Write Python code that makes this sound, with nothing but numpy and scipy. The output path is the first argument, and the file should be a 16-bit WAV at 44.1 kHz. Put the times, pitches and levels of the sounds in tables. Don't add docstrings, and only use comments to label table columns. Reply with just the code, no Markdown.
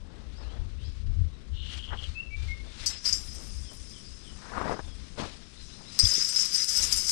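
import sys
import numpy as np
from scipy import signal
from scipy.fft import rfft, irfft, next_fast_len
from scipy.io import wavfile
from scipy.ndimage import uniform_filter1d, map_coordinates

SR = 44100
rng = np.random.default_rng(int(sys.argv[2]) if len(sys.argv) > 2 else 0)


def ratio(d):
    e = np.asarray(d, float) / 20
    return 10 ** e


def wav_record(signal):
    frames = np.transpose(np.atleast_2d(signal))
    bounded = np.clip(frames, -1, 1)
    quanta = np.round(bounded * 32767).astype(np.int16)
    wavfile.write(sys.argv[1], SR, quanta)


N = 313551

# frequency in Hz, density in dB per Hz.
AIR_COLOUR = [(15, 4.5), (25, -4.5), (46, -2.5), (203, -2), (700, -21.5), (930, -30.5), (1030, -20.5),
              (1870, -25.5), (3950, -29), (9270, -97), (10000, -38), (10800, -78), (12000, -71),
              (15600, -104), (22000, -120)]
# peak in seconds, level in dB, rise and fall over 20 dB in seconds.
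GUSTS = [(0.0, -38, .1, 0.28), (0.45, -41.5, 0.87, 0.19), (0.62, -32, 0.18, 0.49),
         (0.88, -31.5, 0.22, 0.065), (1.09, -28, 0.19, 0.19), (1.22, -24.5, 0.16, 0.11),
         (1.53, -36.5, 0.062, 0.39), (1.66, -34, 0.19, 0.23), (1.92, -33.5, 0.086, 0.25),
         (2.12, -35.5, 0.2, 0.095), (2.43, -34, 0.23, 0.4), (2.82, -38, 0.051, 0.24),
         (3.15, -36, 0.1, 0.12), (3.28, -38, 0.11, 0.18), (3.62, -37.5, 0.34, 0.13),
         (3.82, -44.5, 0.22, 0.23), (4.1, -43.5, 0.14, 0.14), (4.32, -49, 0.091, 0.45),
         (4.7, -47, 0.81, 0.11), (4.85, -39.5, 0.076, 0.51), (5.2, -45, 0.033, 0.35),
         (5.64, -47, 0.22, 0.17), (6.04, -23, 0.017, 0.046), (6.5, -57, 0.39, 0.19),
         (6.81, -43.5, 0.1, 0.49), (6.98, -42.5, 0.26, 0.11)]
# frequency in Hz, density in dB per Hz.
LEAF_COLOUR = [(250, 0), (800, -5), (1400, -0.5), (2500, 2), (4200, 4.5), (6500, -5), (9000, -11.5),
               (11000, -18.5), (14500, -65)]
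# peak in seconds,
# level in dB, rise in seconds, fall in seconds.
BRUSHES = [(0.44, -61, 0.81, 1.7), (0.85, -60, 0.11, 0.52), (1.74, -46.5, 0.18, 0.22),
           (2.04, -50, 0.18, 0.24), (2.43, -52.5, 0.19, 0.48), (2.85, -44, 0.21, 0.042),
           (2.91, -45.5, 0.15, 0.22), (3.05, -41.5, 0.0094, 0.22), (3.25, -59.5, 1, 5.8),
           (4.7, -55, 1, 0.44), (5.02, -59, 0.34, 0.91), (5.187, -42, 0.022, 0.25),
           (5.6, -56.5, 0.18, 0.26), (5.74, -57, 0.14, 0.14), (5.97, -51.5, 0.23, .2),
           (6.06, -40, 0.1, 0.08), (6.14, -42, 0.16, 0.27), (6.44, -48, 0.87, 0.22), (6.58, -45, 0.42, 0.2),
           (6.83, -37, 0.15, 0.14), (6.93, -43, 0.26, 0.22), (7.08, -50, 0.16, 0.045)]
# start in seconds, length in seconds, first Hz, last Hz, level in dB.
FAR_GLIDES = [(0.345, 0.049, 4340, 5340, -57), (0.388, 0.075, 5420, 3920, -60.5),
              (0.417, 0.15, 2400, 3480, -60.5), (0.772, 0.08, 2420, 3400, -59.5),
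              (0.767, 0.091, 3550, 4000, -63), (0.832, 0.041, 4100, 5300, -54),
              (1.3, 0.057, 3700, 3900, -65), (.25, 0.27, 3800, 3770, -73), (2.514, 0.02, 3480, 3630, -54),
              (2.35, 0.024, 3520, 3650, -56.5), (2.665, 0.022, 3500, 3650, -52),
              (2.094, 0.037, 4260, 4300, -63), (3.614, 0.11, 3670, 3020, -58),
              (3.913, 0.068, 3700, 2990, -55.5), (4.042, 0.037, 4450, 5160, -50),
              (4.218, 0.086, 3800, 2910, -54.5), (4.811, 0.12, 3800, 3250, -58.5),
              (5.548, 0.045, 3450, 4200, -53.5), (5.591, 0.049, 4200, 3900, -56),
              (5.699, 0.059, 3410, 4180, -54), (5.845, 0.052, 3450, 4100, -50.5)]
# time in seconds, peak in dB.
CHIP_PAIRS = [(1.5413, -53), (1.566, -48), (1.5968, -43), (1.621, -40), (1.653, -39), (1.691, -36.5),
              (1.729, -37), (1.779, -36), (1.8284, -35), (1.879, -36.5), (1.92, -43), (1.976, -35),
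              (2.0277, -33.5)]
# start in seconds, length in seconds, first Hz, last Hz, level in dB.
WHISTLES = [
    (2.142, 0.077, 2602, 2830, -34.5),
    (2.295, 0.068, 2292, 2340, -38.5),
    (2.35, 0.12, 2370, 2390, -51.5),
    (2.475, 0.061, 2151, 2165, -34),
]
# peak in seconds, level in dB, rise in seconds, fall in seconds, centre in Hz.
FOOTFALLS = [(0.15, -55.5, 0.28, 0.27, 440), (0.42, -52, 0.087, 0.26, 500), (0.574, -50.5, 0.15, 0.12, 536),
             (1.75, -62, 0.027, 0.16, 590), (1.936, -33.5, 0.053, 0.039, 1070),
             (2.018, -51, 0.034, 0.061, 600), (2.664, -56, 0.037, 0.059, 373),
             (2.862, -70, 0.062, 0.74, 880), (3.072, -52, 0.066, .05, 1560), (3.124, -56, 0.018, 0.15, 660),
             (3.384, -54.5, 0.079, 0.16, 363), (3.718, -52.5, 0.042, 0.045, 477),
             (4.5, -40.5, 0.19, 0.33, 1310), (4.578, -30.5, 0.068, 0.064, 990),
             (4.615, -32.5, 0.05, .06, 900), (4.683, -30, .05, 0.021, 1090), (4.72, -31, 0.2, 0.083, 565),
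             (4.795, -30, 0.0042, 0.014, 800), (4.89, -54, 0.094, 0.032, 334),
             (5.186, -35.5, 0.019, 0.095, 497), (5.228, -36, 0.043, 0.07, 366),
             (5.32, -59.5, 0.042, 0.31, 500), (5.798, -53, 0.066, 0.15, 557),
             (5.975, -74, 0.037, 0.018, 565)]
# time in
# seconds, peak in dB, pitch in Hz.
SNAPS = [(1.934, -45, 1200), (4.424, -43, 1030), (4.457, -38, 1170), (4.52, -29.5, 1040),
         (4.537, -28, 1490), (4.571, -27, 1110), (4.58, -18, 1050), (4.614, -18, 1110), (4.657, -26, 630),
         (4.679, -27, 1290), (4.696, -19, 700), (4.722, -20, 604), (4.712, -21, 710), (4.792, -25, 855),
         (5.181, -47, 586), (5.199, -23, 290), (5.222, -29, 250), (6.033, -28.5, 131.2), (6.181, -33, 410)]
RAPS = [(2.8647, -23, 4960), (2.8691, -21, 4900), (2.8753, -24, 4830), (3.0578, -24, 4990),
        (3.0663, -23, 5120), (3.0769, -24, 5150), (3.0867, -20, 5020), (3.0902, -25, 5000),
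        (3.095, -24, 5170), (3.1272, -21, 4960), (3.132, -21, 5000), (3.1552, -25, 5090),
        (5.9978, -11, 4920), (6.0041, -11, 5040), (6.0071, -11, 4970), (6.0131, -15, 4990),
        (6.019, -19, 4990), (6.0274, -21, 5170), (6.0394, -19, 5080), (6.0474, -15, 5090),
        (6.0518, -15, 4880), (6.055, -12, 5040), (6.0694, -14, 5030), (6.114, -20, 5100),
        (6.1203, -19, 5170), (6.1234, -19, 5100), (6.1416, -18, 4980), (6.1521, -18, 5240),
        (6.1731, -20, 5140), (6.1801, -20, 5080), (6.2146, -14, 5150), (6.225, -19, 5030),
        (6.2314, -19, 5170), (6.2494, -17, 5210), (6.3691, -18, 5180), (6.3747, -18, 5230),
        (6.3974, -16, 5180), (6.4064, -16, 5270), (6.4228, -18, 5250), (6.4312, -21, 5270),
        (6.4577, -22, 5250), (6.5463, -19, 5260), (6.5524, -22, 5280), (6.5571, -20, 5180),
        (6.5813, -22, 5250), (6.6028, -22, 5130), (6.6448, -20, 5080), (6.6913, -23, 5190),
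        (6.7666, -22, 5050), (6.7702, -21, 5140), (6.7733, -19, 5130), (6.7883, -21, 5220),
        (6.7936, -20, 5330), (6.8348, -22, 5140), (6.8394, -23, 5490), (6.843, -23, 5270),
        (6.9271, -18, 5100), (6.9328, -22, 5310), (6.9378, -23, 5180), (7.0117, -24, 5120)]
# start in seconds, peak in dB, pitch in Hz, time to silence in seconds.
LINGERING_MODES = [(2.864, -29.5, 6030, 0.07), (2.865, -34.5, 8000, 0.053), (2.865, -47, 7260, 0.18),
                   (2.865, -29, 4580, 0.056), (2.863, -37.5, 5170, 0.21), (2.865, -45, 7660, 0.19),
                   (3.049, -55, 6270, .25), (3.126, -29, 5033, 0.12), (3.126, -27.5, 6530, 0.046),
                   (3.17, -46, 5120, 0.14), (3.126, -41.5, 7570, 0.18), (3.124, -60, 7540, 0.18),
                   (3.052, -29.5, 4300, 0.025), (3.069, -38, 5500, .12), (3.07, -31.5, 4850, 0.13),
                   (3.151, -52, 5550, 0.17), (3.27, -45.5, 5080, 0.22), (6.052, -17.5, 3450, 0.011),
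                   (6.069, -39, 7520, 0.13), (6.091, -39, 6450, 0.081), (6.03, -29, 6000, 0.051),
                   (6.16, -30, 5180, 0.062), (6.369, -35, 7280, 0.061), (6.579, -30, 5900, 0.067),
                   (6.771, -30, 5980, 0.086), (6.97, -30, 5220, 0.16), (6.97, -28.5, 7500, 0.038),
                   (7.09, -40, 8360, 0.082), (6.166, -28, 3570, 0.013), (6.458, -38.5, 3900, 0.022),
                   (6.599, -28, 3900, 0.014), (6.825, -28, 3960, .015), (6.937, -28, 3580, 0.013),
                   (6.15, -26, 5830, 0.041), (6.288, -34, 8500, 0.07), (6.288, -34, 7530, .05),
                   (6.289, -32, 5800, 0.053), (6.555, -32, 8530, 0.068), (6.68, -34, 6500, 0.071),
                   (6.767, -36.5, 7740, 0.18), (6.82, -28, 6500, 0.082), (6.925, -27, 6420, 0.038),
                   (7.085, -48, 6450, 0.18)]
# frequency in Hz, level in dB, 60 dB decay in seconds.
WIRE_MODES = [(2050, -25, 0.013), (3400, -67, 0.056), (3700, -59, .03), (4630, -18.5, 0.065),
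              (4600, -32, 0.034), (4850, -11, 0.12), (5000, -12, 0.065), (5086, -1.5, 0.049),
              (5180, -13.5, 0.047), (5290, -6, 0.074), (5710, -7.5, 0.049), (5450, -14, 0.1),
              (5730, -19, 0.049), (5900, -8, 0.035), (6285, -9.5, 0.062), (6190, -14, 0.11),
              (6740, -13.5, 0.057), (7270, -19, 0.1), (7420, -25.5, 0.29), (7350, -1.5, 0.0092),
              (7870, -15, 0.069), (8600, -16, 0.14), (9040, -16.5, 0.18), (9570, -13, 0.063),
              (10000, -27, 0.03), (9600, -3, 0.0078), (10200, -2, 0.0098), (11160, -14, 0.029)]
# time in seconds, peak in dB, sharpness in dB.
KNOCKS = [(2.862, -7.5, -16), (3.0531, -16.5, -24), (3.086, -12, -31), (3.1264, -9.5, -33), (3.349, -27, 1),
          (3.9032, -69, -12.5), (5.9905, -1, -6), (5.9922, -3.5, -14), (6.0533, -30, -7), (6.0676, -14, -9),
          (6.1378, -8.5, -14), (6.168, -22, -4), (6.2135, -19, -25), (6.248, -12, -18), (6.2896, -10.5, -9),
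          (6.361, -7.5, -15), (6.398, -17, -19), (6.455, -13, -4), (6.5435, -16, -28), (6.601, -31, -17),
          (6.6434, -13, 0), (6.6743, -21, -12), (6.7699, -13, -27), (6.9257, -10, -22), (6.9622, -13.5, 7),
          (7.0852, -13, -28)]
# peak in seconds, level in dB, rise in seconds, fall in seconds,
# brightness in dB per octave.
TUGS = [(2.84, -43, 0.075, .008, 0), (2.861, -26.5, 0.0018, 0.058, 7), (2.98, -40.5, .1, 0.06, -8),
        (3.06, -26, 0.028, 0.15, -0.5), (3.09, -25.5, 0.025, 0.017, -9.5), (3.13, -27, 0.009, 0.08, -3.5),
        (3.33, -46.5, 0.74, 3.5, 17), (3.91, -46, 0.036, 0.087, 5), (4.0, -80, 0.89, 21, 9),
        (4.73, -48, 0.12, 0.028, 0), (5.62, -52, 0.081, 2.9, 0), (5.922, -46, 0.0079, 0.43, 7),
        (5.995, -21, 0.0027, 0.05, -8), (6.05, -24, 0.059, 0.66, -2), (6.22, -25, 0.17, 0.067, -11),
        (6.41, -23.5, 0.29, 0.12, -4), (6.545, -22.5, 0.057, 0.11, -1.5), (6.63, -22.5, 0.1, 0.027, -7.5),
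        (6.69, -22.5, 0.032, 0.14, -1.5), (6.772, -20.5, 0.078, 0.066, 4.5), (6.83, -24, 0.082, 0.17, 7.5),
        (6.928, -18.5, 0.022, 0.02, 10), (6.98, -26, 0.1, 0.2, 20), (7.1, -19.5, 0.088, 0.052, -1.5)]
# frequency in Hz, gain in dB.
CONTACT_COLOUR = [(500, -32), (1500, -9), (3000, -1.5), (6000, -5), (9000, -11), (12000, -12), (15000, -16)]
# frequency in Hz, gain in dB.
WIRE_RADIATION = [(600, -9), (1500, -2), (4000, -3), (9000, -2), (10200, -6), (12500, -1), (13500, -4),
                  (15000, -11)]
# frequency in Hz, absolute floor in dB per bin,
# floor in dB relative to the loudest treble band.
FAINT_LIMITS = [(250, -125, -60), (520, -115, -37), (800, -115, -29.5), (1050, -115, -31),
                (1310, -125, -79), (7000, -115, -60), (8000, -108, -47), (10090, -104, -25.5),
                (10980, -71, -35.5), (11760, -79, -61), (13000, -81, -34), (14700, -78, -28),
                (15200, -60, 0)]

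AIR_DB = -54.5
LULL_DB, EDDY_HZ, EDDY_HZ_PER_DB = -86, 59.3, 1.3
LEAF_REST_DB = -70
CHURR_S, CHURR_END_S, CHURR_DB, CHURR_PER_S = 1.53, 1.72, -53.5, 100
CHURR_HZ, CHURR_SWING_HZ, CHURR_TOP_HZ, CHURR_TOP_DB = 3260, 432, 3900, -6
CHIP_TOP_HZ, CHIP_END_HZ = 4000, 2680
PAIR_SHARE = 0.25
WHISTLE_SWELL_DB, WHISTLE_PEAK = -16, 0.92
RAP_T60_S, RAP_DB, RAP_PAIR_RATIO, RAP_RISE_S = 0.02, -1.0, 1.045, 0.0022
RING_CHOKE = 1.9
SHARP_REF_HZ = 5100


def evened(x):
    return x / np.sqrt(np.mean(x ** 2) + 1e-20)


def noise():
    return rng.standard_normal(N)


def add(mix, s, sound):
    part = mix[round(s * SR):][:len(sound)]
    part += sound[:len(part)]


def colour(x, points):
    hz, db = np.transpose(points)
    size = next_fast_len(N)
    bins_hz = np.fft.rfftfreq(size, 1 / SR)
    gain = ratio(np.interp(np.log(bins_hz + 1), np.log(hz), db))
    return irfft(rfft(x, size) * gain, size)[:N]


def resonate(x, hz, width_hz):
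    turn = np.exp(2j * np.pi * np.cumsum(hz * np.ones(len(x))) / SR)
    r = np.exp(-np.pi * width_hz / SR)
    return 2 * (turn * signal.lfilter([1 - r], [1, -r], x / turn + 1e-18)).real


def drift(size):
    return evened(uniform_filter1d(uniform_filter1d(noise(), size), size))


def grains(per_s, spread_db):
    size = ratio(spread_db * np.minimum(rng.exponential(1, N), 4)) * rng.choice([-1., 1.], N)
    return evened(size * (rng.random(N) < per_s / SR))


def jittered(end, step):
    grid = np.arange(0, end, step)
    return grid + rng.integers(0, step, len(grid))


def ring(x, hz, t60_s):
    r, w = np.exp(-np.log(1000) / (t60_s * SR)), 2 * np.pi * hz / SR
    return signal.lfilter([np.sin(w)], [1, -2 * r * np.cos(w), r * r], x)


def tone(hz, gain):
    return np.sqrt(2) * gain * np.sin(2 * np.pi * np.cumsum(hz) / SR)


def swells(rows, rest_db, bend):
    s, db, rise_s, fall_s, *rest = np.transpose(rows)[:, :, None]
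    t = np.arange(0, N + 32, 32) / SR
    away = abs(t - s) / np.where(t < s, rise_s, fall_s)
    power = ratio(2 * np.maximum(db - 20 * away ** bend, -150))
    total = power.sum(0)
    curves = [np.sqrt(total + ratio(2 * rest_db))]
    curves += [(power * column).sum(0) / total for column in rest]
    return [np.interp(np.arange(N) / SR, t, curve) for curve in curves]


def woods(x, t60_s, start_s):
    at = jittered(SR // 2, 24)
    taps = np.zeros(SR)
    taps[at + round(start_s * SR)] = rng.choice([-1., 1.], len(at)) * ratio(-60 * at / SR / t60_s)
    return signal.fftconvolve(x, taps / np.linalg.norm(taps))[:N]


def air():
    return ratio(AIR_DB + 1.4 * drift(size=6000)) * evened(colour(noise(), AIR_COLOUR))


def wind():
    gain, = swells(GUSTS, LULL_DB, bend=0.97)
    hz = EDDY_HZ + EDDY_HZ_PER_DB * (20 * np.log10(gain) + 45)
    eddies = resonate(resonate(noise(), hz, 26.7), hz, 25.6)
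    push = colour(noise(), [(8, -23), (25, 2.0), (60, 0.0), (150, -63.0), (400, -56.0), (1200, -91)])
    buffets = evened(evened(eddies) + 0.81 * evened(push))
    return gain * ratio(0.66 * drift(size=1500)) * buffets


def rustle():
    gain, = swells(BRUSHES, LEAF_REST_DB, bend=0.8)
    leaves = evened(colour(noise() + 0.14 * grains(2000, 6.3), LEAF_COLOUR))
    return ratio(0.5) * gain * ratio(1.66 * drift(size=500)) * leaves


def far_birds():
    out = np.zeros(N)
    for s, length_s, first_hz, last_hz, db in FAR_GLIDES:
        path = np.sin(np.linspace(0, np.pi / 2, round(length_s * SR)))
        hz = first_hz + (last_hz - first_hz) * path
        add(out, s, tone(hz, ratio(db) * signal.windows.tukey(len(hz), 0.25)))
    return 0.28 * out * ratio(3 * drift(size=200)) + ratio(-3.5) * woods(out, 0.35, 0.004)


def churr():
    out, t = np.zeros(N), np.arange(0, CHURR_END_S - CHURR_S, 1 / SR)
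    swing = np.sin(2 * np.pi * CHURR_PER_S * t + 1.6 * drift(size=500)[:len(t)])
    shape = np.sin(np.pi * (t / t[-1]) ** 1.1) ** 0.49
    gain = ratio(CHURR_DB) * shape * (1.06 + 0.13 * swing)
    low = tone(CHURR_HZ - CHURR_SWING_HZ * swing, gain)
    high = tone(CHURR_TOP_HZ + 300 * swing, gain * ratio(CHURR_TOP_DB))
    add(out, CHURR_S, low + high)
    return out + ratio(-7) * woods(out, 0.15, 0.003)


def trill():
    out, u = np.zeros(N), np.linspace(0, 1, 600)
    hz = CHIP_END_HZ + (CHIP_TOP_HZ - CHIP_END_HZ) * (1 - u) ** 1.28
    shape = np.sin(np.pi * u ** 1.37) ** 2
    lead, chip = tone(hz[::2], shape[::2]), tone(hz, shape)
    beats_s = np.gradient(np.transpose(CHIP_PAIRS)[0])
    for (s, db), beat_s in zip(CHIP_PAIRS, beats_s):
        add(out, s - 0.005, ratio(db - 7.5) * lead)
        add(out, s - 0.0065 + PAIR_SHARE * beat_s, ratio(db - 4.5) * chip)
    return out + ratio(-0.5) * woods(out, 0.1, 0.003)


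def whistles():
    out = np.zeros(N)
    for s, length_s, first_hz, last_hz, db in WHISTLES:
        u = np.linspace(0, 1, round(length_s * SR))
        swell = ratio(db + WHISTLE_SWELL_DB * abs(u / WHISTLE_PEAK - 1))
        gain = swell * signal.windows.tukey(len(u), 0.55)
        add(out, s, tone(first_hz + (last_hz - first_hz) * u ** 2.83, gain))
    return out + ratio(-6) * woods(out, 0.3, 0.0052) + ratio(-12.0) * woods(out, 0.67, 0.033)


def steps():
    grit = (0.7 * noise() + 0.7 * grains(2000, 2.5)) * ratio(1.4 * drift(size=350))
    gain, centre_hz = swells(FOOTFALLS, -97, bend=1.25)
    out = gain * evened(resonate(resonate(grit, centre_hz, 1270.0), centre_hz, 3300.0))
    t = np.arange(800) / SR
    for s, db, hz in SNAPS:
        crumbs = uniform_filter1d(rng.standard_normal(800), size=6)
        body = np.sin(2 * np.pi * hz * t) + 0.5 * crumbs
        add(out, s, ratio(db + 3.0 - 60 * t / 0.011) * body)
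    return colour(out, [(60, -1.5), (200, -0.5), (1700, -5.5), (3500, -17.5), (9000, -34), (12000, -60)])


def raps():
    out, t = np.zeros(N), np.arange(SR // 3) / SR
    rap_rise = np.minimum(t / RAP_RISE_S, 1) ** 2
    rap_fall_db = -60 * np.maximum(t - RAP_RISE_S, 0) / RAP_T60_S
    for s, db, hz in RAPS:
        pair = np.sin(2 * np.pi * hz * t) + 0.063 * np.sin(2 * np.pi * hz * RAP_PAIR_RATIO * t)
        add(out, s - RAP_RISE_S, ratio(db + RAP_DB + rap_fall_db) * rap_rise * pair)
    for s, db, hz, silence_s in LINGERING_MODES:
        gain = ratio(db - 60 * (t / silence_s) ** RING_CHOKE) * np.minimum(t / 0.0046, 1)
        add(out, s, gain * np.sin(2 * np.pi * hz * t))
    out *= ratio(1.2 * drift(size=150))
    return out + ratio(-17) * woods(out, 0.04, 0.004)


def wire():
    shake, bright_db = swells(TUGS, -71, bend=0.81)
    slots = jittered(N - 40, 40)
    live = ratio(1.2 * np.minimum(rng.exponential(1, len(slots)), 4)) * (rng.random(len(slots)) < 0.9)
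    bright_db = np.minimum(bright_db[slots], 6)
    chance = rng.standard_normal((len(slots), len(WIRE_MODES)))
    place_db = 3.0 * evened(uniform_filter1d(rng.standard_normal(chance.shape), size=45, axis=0))

    s, knock_db, sharp_db = np.transpose(KNOCKS)
    at = np.round(s * SR).astype(int)
    luck = ratio(2.0 * rng.standard_normal((len(s), len(WIRE_MODES))))
    bounces = rng.standard_normal(400) * ratio(-60 * np.arange(400) / SR / 0.0051)
    bounces /= np.linalg.norm(bounces)

    chatter, rings = np.zeros((2, N))
    for k, (hz, db, t60_s) in enumerate(WIRE_MODES):
        small, hard = np.zeros((2, N))
        octaves = np.log2(hz / SHARP_REF_HZ)
        small[slots] = live * chance[:, k] * ratio(place_db[:, k] + bright_db * octaves)
        hard[at] = ratio(knock_db + 0.69 * sharp_db * max(octaves, 0)) * luck[:, k]
        rubbed_s = 0.65 * t60_s * min(1, (5300 / hz) ** 2.5)
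        chatter += ratio(db) * ring(small, hz, rubbed_s)
        rings += ratio(db - 16.0) * ring(signal.oaconvolve(hard, bounces)[:N], hz, t60_s)
    chatter_rms = np.sqrt(uniform_filter1d(chatter ** 2, size=800) + 1e-9)
    rings += ratio(-2.0) * shake * chatter / chatter_rms
    slack = np.cumsum(0.007 * drift(size=2000))
    slack -= uniform_filter1d(slack, size=9000)
    rings = map_coordinates(rings, [np.arange(N) + slack], order=3)

    ticks = np.zeros(N)
    ticks[at] = ratio(knock_db + np.minimum(sharp_db, 0) + 6.0)
    ticks[slots] += ratio(3.5 + bright_db) * live * chance[:, 0] * shake[slots]
    contacts = signal.oaconvolve(colour(ticks, CONTACT_COLOUR), bounces)[:N]
    near = colour(rings + contacts, WIRE_RADIATION)
    return near + ratio(-6.5) * woods(near, 0.1, 0.004)


def scene():
    background = air() + wind() + rustle() + far_birds()
    bird = churr() + trill() + whistles()
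    mix = background + bird + steps() + raps() + wire()
    return np.array([2 * mix, 0 * mix])


def drop_faint_bands(x):
    hz, _, z = signal.stft(x, SR, nperseg=1024)
    power = uniform_filter1d(uniform_filter1d(abs(z) ** 2, size=5, axis=1), size=4, axis=2) + 1e-30
    limit_hz, floor_db, under_db = np.transpose(FAINT_LIMITS)
    loudest = power[:, hz > 3500].max(axis=1, keepdims=True)
    floor = ratio(2 * np.interp(hz, limit_hz, floor_db))[:, None]
    under = ratio(2 * np.interp(hz, limit_hz, under_db))[:, None]
    whim = uniform_filter1d(rng.standard_normal(power.shape[1:]), size=4, axis=0)
    whim = uniform_filter1d(whim, size=6, axis=1)
    whim_db = np.where(hz < 1500, 42, 14)[:, None] * whim
    limit = (floor + loudest * under) * ratio(whim_db)
    return signal.istft(z / (1 + (limit / power) ** 6), SR, nperseg=1024)[1][:, :N]


def band_limit(x):
    return signal.sosfilt(signal.butter(12, 14960, fs=SR, output="sos"), x)


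def record(dry):
    limited = 1.3 * np.tanh(dry / 1.3)
    return band_limit(drop_faint_bands(limited))


dry = scene()
out = record(dry)
wav_record(out)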